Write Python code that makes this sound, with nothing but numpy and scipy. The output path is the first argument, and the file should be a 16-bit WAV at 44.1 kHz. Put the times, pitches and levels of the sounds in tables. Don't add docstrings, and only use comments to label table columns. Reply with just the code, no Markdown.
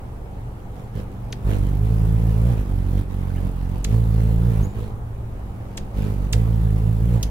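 import sys
import numpy as np
from scipy import signal
from scipy.fft import rfft, irfft
from scipy.io import wavfile
from scipy.ndimage import uniform_filter1d

SR = 44100
rng = np.random.default_rng(int(sys.argv[2]) if len(sys.argv) > 2 else 0)


def file_out(sig):
    cols = np.atleast_2d(sig).T
    lim = np.clip(cols, -1, 1)
    pcm = np.round(lim * 32767).astype(np.int16)
    wavfile.write(sys.argv[1], SR, pcm)


N = 321930
TIME = np.arange(N) / SR
EDGE_HZ = 15950

# start_s [s], wingbeat_hz [Hz], hum_db [dB], stirred_air_db [dB]
FLIGHT_STRETCHES = [
    [(0, 49.8, -41, -68.5), (.2, 46.8, -41, -75.5), (.33, 48.96, -37, -71.5), (.65, 48.5, -47, -71),
     (.8, 49.8, -35, -63.5), (.92, 52.05, -44, -71.5), (.96, 52.8, -28, -58.5), (1.0, 50, -37, -54.5),
     (1.06, 47.2, -40.5, -69), (1.29, 48.25, -37, -65), (1.42, 49.66, -42, -65)],
    [(1.46, 49.68, -23.5, -56), (1.514, 52, -22.5, -48.5), (1.55, 51.4, -26.5, -51), (1.61, 48.3, -24, -56),
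     (1.75, 48.5, -23.5, -59), (1.8, 51.38, -22, -61), (1.876, 54.97, -20, -56), (2.06, 53.9, -19.5, -57.5),
     (2.14, 55.6, -20, -57), (2.4, 54.13, -20, -55.5), (2.45, 57.86, -18.5, -55.5),
     (2.49, 62.16, -19.5, -53.5), (2.532, 57.67, -23.5, -52), (2.55, 55.13, -27, -56)],
    [(2.6, 50.44, -24.5, -53.5), (2.65, 47.57, -33, -60), (2.73, 47.03, -24.5, -60),
     (2.88, 45.55, -26, -59.5), (2.99, 49.57, -22.5, -54), (3.07, 44.32, -37, -68.5),
     (3.11, 46.34, -29.5, -59), (3.15, 46.8, -29.5, -60), (3.34, 45, -27, -59.5), (3.47, 46.2, -26, -57),
     (3.536, 43.86, -30.5, -62), (3.6, 44.96, -28, -61.5), (3.76, 45.5, -28.5, -60), (3.83, 44.8, -36, -63)],
    [(3.89, 52, -22.5, -56), (3.94, 54.75, -19.5, -52.5), (4.02, 56.7, -22, -57), (4.1, 53.9, -19.5, -58.5),
     (4.2, 55.05, -20, -55), (4.38, 55.4, -19.5, -57), (4.47, 59.5, -18, -57), (4.53, 55.95, -22, -55.5),
     (4.61, 52, -20.5, -54), (4.67, 48.3, -28, -59), (4.72, 50.5, -41, -66), (4.77, 54.2, -31, -57),
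     (4.83, 54.5, -30, -56), (4.92, 51.87, -37, -67)],
    [(5.0, 54, -35, -74), (5.2, 53, -44, -72.5), (5.35, 48.85, -42, -68.5), (5.6, 47.72, -39, -68.5),
     (5.7, 47.84, -39, -67), (5.82, 51.8, -47, -62), (5.924, 51.13, -40.5, -70)],
    [(5.98, 49.9, -26, -52.5), (6.02, 51.1, -27, -53), (6.075, 52.5, -26, -53), (6.18, 47.87, -28.5, -60.5),
     (6.26, 48.4, -29.5, -57.5), (6.308, 51.8, -32, -63.5), (6.36, 54.4, -18, -53), (6.44, 56, -21, -57.5),
     (6.61, 55, -20.5, -58.5), (6.71, 53.6, -20.5, -59), (6.8, 53.9, -21, -58.5), (7.0, 54.4, -20.5, -59),
     (7.11, 60, -19, -56), (7.16, 58.25, -20.5, -53), (7.21, 52.2, -31, -58), (7.25, 52.2, -27.5, -53.5),
     (7.3, 53, -30.5, -67)],
]
CALM_AIR_DB = -33.5
HISS_DB, HISS_HUM_SHARE = -3, 0.31


def wings():
    beat_hz, hum_db, stir_db = columns(sum(FLIGHT_STRETCHES, []))
    turns = np.cumsum(beat_hz * (1 + 0.0065 * drift(0.026))) / SR
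    rough_db = stir_db - hum_db - CALM_AIR_DB
    hiss_db = stir_db + HISS_DB - HISS_HUM_SHARE * rough_db
    hum = wing_hum(turns, beat_hz, hum_db, stir_db, rough_db)
    return hum + wing_air(turns, stir_db, hiss_db) + downwash(hiss_db)


# multiple, slow_beat_db [dB], fast_beat_db [dB], share of the roughness followed [0-1]
LOWEST_OVERTONES = [(1, 1.5, -0.1, 0.07), (2, -1, -0.3, 0.06), (3, -6.5, -7, .01), (4, -10.5, -15, .9)]
FAR_CHANGE_DB = [-2, -2.5, -3.5, 0.5]
# multiple, slow_beat_db [dB], fast_beat_db [dB]
HIGH_OVERTONES = [(5, 0.5, -6.5), (6, 1, -8), (7, -8, -13), (8, -8.5, -4), (9, -11.5, -6), (10, -10, -15),
                  (11, -14, -14.5), (12, -23, -30), (13, -18, -32), (14, -33, -23)]
HIGH_OVER_AIR_DB = 15.5
# multiple, gain [dB per dB of roughness]
ROUGHNESS_GAIN = [(5, .7), (6, .3), (7, 1.1), (8, .7), (9, 1.1), (10, 1.3), (11, 1.1), (14, .6)]
# start_s [s], even_over_odd_db [dB]
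EVEN_OVER_ODD = [(0, -2), (1.4, -1.5), (1.46, -7.5), (1.55, 8), (1.63, -2), (1.79, -2), (1.84, 3),
                 (1.88, -0.5), (2.46, -1.5), (2.54, 5.5), (2.6, -8), (2.75, -1), (2.88, -1), (3.0, -1.5),
                 (3.48, 3), (3.58, -2), (3.76, 0.5), (3.79, -12), (3.84, -14), (3.89, -3), (3.94, 5.5),
                 (4.02, 0), (4.46, 0.5), (4.53, 8), (4.6, -3), (4.68, 6), (4.8, 1), (5.9, -2.5), (5.97, -4),
                 (6.09, 7), (6.18, -5), (6.3, -8), (6.42, 4), (6.6, -2), (6.89, 3), (7.1, -1), (7.2, 6.5),
                 (7.25, -7)]
HIGH_EVENS_SHARE = 0.44
# multiple, left_over_right_db [dB]
WING_LEAN = [(1, 3), (2, -1.5), (3, 1.5), (4, 4), (6, 2.5), (8, 0.5)]
FAR_DB, NEAR_DB = -32, -30
PAN_FAR_DB, PAN_SLOW_DB, PAN_FAST_DB = -4.2, -5.5, -3.5
SWAY_DB, SWAY_S = .3, .06
SPURT_HZ, SPURT_FOURTH_DB_PER_HZ = 57, -2.5


def wing_hum(turns, beat_hz, hum_db, stir_db, rough_db):
    fast = np.clip((beat_hz - 48.5) / 5, 0, 1)
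    near = np.clip((hum_db - FAR_DB) / (NEAR_DB - FAR_DB), 0, 1)
    near_pan_db = PAN_SLOW_DB + fast * (PAN_FAST_DB - PAN_SLOW_DB)
    pan_db = PAN_FAR_DB + near * (near_pan_db - PAN_FAR_DB)
    evens_db, = columns(EVEN_OVER_ODD)

    levels = []
    for k, slow_db, fast_db, share in LOWEST_OVERTONES:
        db = hum_db + slow_db + fast * (fast_db - slow_db) + share * rough_db
        db = db + SWAY_DB * drift(SWAY_S) + (1 - near) * FAR_CHANGE_DB[k - 1]
        if k == 4:
            db = db + SPURT_FOURTH_DB_PER_HZ * np.maximum(beat_hz - SPURT_HZ, 0)
        levels.append((k, db))
    high_db = stir_db + HIGH_OVER_AIR_DB - rough_db
    for k, slow_db, fast_db in HIGH_OVERTONES:
        db = high_db + slow_db + fast * (fast_db - slow_db) + read(ROUGHNESS_GAIN, k) * rough_db
        levels.append((k, db))

    hum = np.zeros((2, N))
    for k, db in levels:
        db = db + evens_db / 2 * (-1) ** k * (1 if k <= 2 else HIGH_EVENS_SHARE)
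        skew = 2.6 - 0.44 * (k == 1)
        unsteady_db = 0.9 * np.sqrt(k) * drift(0.023)
        left_late = np.array([[-1], [1]]) * (.04 * k + .07 * drift(.12))
        tone = np.sqrt(2) * np.cos(2 * np.pi * k * turns + skew + left_late)
        hum += amp(db + unsteady_db) * sides(pan_db + read(WING_LEAN, k)) * tone
    return hum


# pitch_hz [Hz], level_db [relative dB per Hz]
STIRRED_AIR = [(200, 12.5), (450, 1.5), (800, 0), (1500, -8), (3000, -12.5), (5000, -20), (7500, -23.5),
               (11000, -43)]
# pitch_hz [Hz], level_db [relative dB per Hz]
FEATHER_HISS = [(3000, -43), (6000, -10), (9000, -4), (11000, -1.5), (13500, -3), (15800, -5)]


def wing_air(turns, stir_db, hiss_db):
    down, up = amp(2.5 * drift(.012)), amp(2.5 * drift(.012))
    torn = evened(.45 + .55 * down * puff(turns, .68, .045) + .6 * up * puff(turns, .14, .05))
    swish = evened(.56 + .88 * down * puff(turns, .74, .1) + .36 * up * puff(turns, .12, .066))
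    stirred = band_evened(noise(STIRRED_AIR, 0.21, 0.00021, 1.95), lo=1560, hi=3640) * torn
    hiss = band_evened(noise(FEATHER_HISS, 0.072, 0.000187, 1.1), lo=9760, hi=14500) * swish
    return stirred * amp(stir_db) * sides(-3.15) + hiss * amp(hiss_db) * sides(-1.1)


def puff(turns, at, dies):
    u = ((turns - at) % 1) / dies
    return u * np.exp(1 - u)


# pitch_hz [Hz], level_db [relative dB per Hz]
DOWNWASH_COLOUR = [(12, -5), (28, -24), (70, -7), (150, -6.5), (300, -35), (500, -66)]


def downwash(hiss_db):
    draught = evened(noise(DOWNWASH_COLOUR, 0.97, 0, 1.0))
    return draught * amp(hiss_db + 21) * sides(-1.5)


# start_s [s], level_db [dB before the throat], start_hz [Hz], end_hz [Hz], length_s [s],
# fade_db [dB over the sweep], overtones_db [dB at its start], echo_db [dB],
# left_over_right_db [dB], left_late_s [s]
CHIP_CALLS = [(1.3232, -26, 6900, 1300, .0078, 2, -15, -11, 0, .00002),
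              (3.8432, -16.5, 7800, 1300, .007, -7, -12, -11, -3, .00012),
              (5.7717, -23.5, 7900, 1300, .0078, -1, -13, -9, 0, -.000116),
              (6.3258, -18, 8400, 1400, .0098, 0, -13, -9, -5, .00011),
              (7.2274, -15, 7000, 2300, .006, -11, -9, -7, -2, .00007)]
# pitch_hz [Hz], level_db [dB]
THROAT_COLOUR = [(1200, -7), (1750, -2), (2400, -5), (3200, -1), (5300, -8), (7300, -5), (9000, -8),
                 (15000, -9)]


def chips():
    out, lead_s = np.zeros((2, N)), .0005
    for (s, db, start_hz, end_hz, length, fade_db,
         overtones_db, echo_db, pan_db, late_s) in CHIP_CALLS:
        t = TIME[:800] - lead_s - np.array([[late_s / 2], [-late_s / 2]])
        u = np.clip(t / length, 0, 1)
        hz = start_hz + (end_hz - start_hz) * (.3 * u + .7 * u * u * (3 - 2 * u))
        turn = 2 * np.pi * np.cumsum(hz * (t > 0), axis=1) / SR
        swell = np.minimum(u / .15, 1) * np.minimum((1 - u) / .2, 1)

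        pure = amp(read(THROAT_COLOUR, hz)) * np.sin(turn)
        harsh = 0
        for k in range(2, 8):
            gain = amp(read(THROAT_COLOUR, k * hz) - (k - 1.5))
            harsh = harsh + gain * np.sin(k * turn) * (k * hz < EDGE_HZ)
        call = amp(db + fade_db * u) * swell * (pure + amp(overtones_db + 10.9 * u) * harsh)

        echoes = garden(near_t60=0.028, far_t60=0.18, far_db=-17.0)
        heard = amp(echo_db) * signal.fftconvolve(call, echoes, axes=1)
        heard[:, :800] += call * sides(pan_db)
        part = out[:, round((s - lead_s) * SR):][:, :heard.shape[1]]
        part += heard[:, :part.shape[1]]
    return out


# delay_s [s], level_db [dB before the echo colour]
NEAR_SURFACES = [(.0035, -11), (.006, -13)]
# pitch_hz [Hz], level_db [dB]
GARDEN_COLOUR = [(1000, 17), (2000, 4), (3400, 3.5), (5000, 9), (7200, 4.5), (9000, 7.5), (15000, 0)]


def garden(near_t60, far_t60, far_db):
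    size = SR // 2
    t = TIME[:size]
    taps = rng.choice([-1., 1.], (2, size)) * (rng.random((2, size)) < .15)
    taps *= (amp(-60 * t / near_t60) + amp(far_db - 60 * t / far_t60)) * (t > .002)
    taps /= np.linalg.norm(taps[0])
    for delay, db in NEAR_SURFACES:
        taps[[0, 1], round(delay * SR) + rng.integers(0, 40, 2)] += amp(db)
    colour = amp(read(GARDEN_COLOUR, np.fft.rfftfreq(size, 1 / SR)))
    return irfft(rfft(taps) * colour, size)


# start_s [s], length_s [s],
# start_hz [Hz], end_hz [Hz], level_db [dB], roughness [0-1]
FAR_CALLS = [(0.789, 0.016, 6900, 7300, -61, .8), (0.827, 0.041, 7200, 7190, -63, .6),
             (3.293, 0.037, 1500, 1556, -47, 0.53), (3.348, 0.026, 2070, 2200, -45, 0.61),
             (3.36, 0.029, 2770, 3000, -45.5, .6), (3.365, 0.031, 1690, 1710, -44, 0.5),
             (4.617, 0.0424, 6113, 6557, -48, 0.7), (4.633, 0.035, 6840, 6970, -46.5, 0.6),
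             (4.655, 0.09, 6850, 7050, -59, 0.8)]


def whistles():
    out, blur = np.zeros(N), drift(0.0017)
    for s, length, start_hz, end_hz, db, rough in FAR_CALLS:
        u = np.clip((TIME - s) / length, 0, 1)
        turn = 2 * np.pi * np.cumsum(start_hz + (end_hz - start_hz) * np.sqrt(u)) / SR
        out += amp(db) * np.sin(np.pi * u) * np.sin(turn) * (1 - rough + rough * blur)
    return out


def yard():
    return yard_wash() + far_drone()


# pitch_hz [Hz], level_db [relative dB per Hz]
YARD_COLOUR = [(12, -20), (20, -10.5), (53, 3.5), (113, -7.5), (240, -22), (386, -17), (637, -23),
               (797, -19.5), (1020, -27), (1250, -28), (1430, -32.5), (2500, -41.5), (4760, -52),
               (11300, -51.5), (15800, -53)]
# pitch_hz [Hz], likeness [-1 to 1]
YARD_LIKENESS = [(60, 1), (180, 0.95), (550, 0.44), (1650, -0.33), (4970, -0.0043), (15000, -0.18)]
YARD_DB = -33.5


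def yard_wash():
    likeness = read(YARD_LIKENESS, np.fft.rfftfreq(1024, 1 / SR))
    wash = noise(YARD_COLOUR, likeness, 0, 1.4)
    wash = wash / np.sqrt(np.mean(wash.mean(0) ** 2))
    return amp(YARD_DB + 0.36 * drift(0.57)) * wash * sides(-0.2)


# start_s [s], reference pitch_hz [Hz], level_db [dB]
DRONE_COURSE = [(0, 120.5, -42), (.6, 120.5, -39.5), (1.0, 120.7, -38), (1.8, 119.9, -36.5),
                (3.1, 117.7, -42.5), (4.75, 114.4, -36), (5.2, 114.8, -35.5), (5.6, 114.8, -36.5),
                (5.7, 113.8, -39.5), (7.3, 114.1, -35)]
# multiple of the reference pitch, level_db [dB against the course]
DRONE_OVERTONES = [(0.99, 0), (4 / 3, -32), (5 / 3, -19), (2, -19), (7 / 3, -20)]


def far_drone():
    hz, level_db = columns(DRONE_COURSE)
    turn = 2 * np.pi * np.cumsum(hz) / SR
    drone = np.zeros(N)
    for k, db in DRONE_OVERTONES:
        drone += np.sqrt(2) * amp(level_db + db + 2.6 * drift(0.076)) * np.sin(k * turn)
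    return drone


def noise(spectrum, same, left_late_s, patchy_db):
    frames, hz = N // 256 + 5, np.fft.rfftfreq(1024, 1 / SR)
    a, b, c, d, patches = rng.standard_normal((frames, 513, 5)).T
    patches = uniform_filter1d(uniform_filter1d(patches, size=10, axis=0), size=10, axis=1)
    patches = evened(patches)
    same = np.clip(same * np.ones(513), -1, 1)[:, None]
    left = a + 1j * b
    right = same * left + np.sqrt(1 - same ** 2) * (c + 1j * d)
    delay = np.exp(-2j * np.pi * hz * left_late_s)[:, None]
    z = np.array([left * delay, right])
    z *= amp(read(spectrum, hz)[:, None] + patchy_db * patches)
    return signal.istft(z, nperseg=1024, noverlap=768)[1][:, :N]


def drift(seconds):
    span = round(seconds * SR)
    return evened(uniform_filter1d(uniform_filter1d(rng.standard_normal(N), span), span))


def evened(x):
    return x / np.sqrt(np.mean(x ** 2) + 1e-20)


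def band_evened(x, lo, hi):
    sos = signal.butter(N=4, Wn=[lo, hi], btype="band", fs=SR, output="sos")
    band = signal.sosfilt(sos, x.mean(0))
    return x / np.sqrt(np.mean(band ** 2))


def amp(db):
    return 10 ** (np.asarray(db) / 20)


def sides(db):
    return amp(np.array([db / 2 * np.ones(1), -db / 2 * np.ones(1)]))


def read(points, at):
    key, value = np.transpose(points)
    return np.interp(np.log(at + 1), np.log(key + 1), value)


def columns(rows):
    s, *values = np.transpose(rows)
    return [np.interp(TIME, s, v) for v in values]


def scene():
    return wings() + chips() + whistles() + yard()


def record(dry):
    low_pass = signal.firwin(511, EDGE_HZ, window=("kaiser", 9), fs=SR)
    return signal.oaconvolve(dry, low_pass[None], "same")


dry = scene()
out = record(dry)
file_out(out)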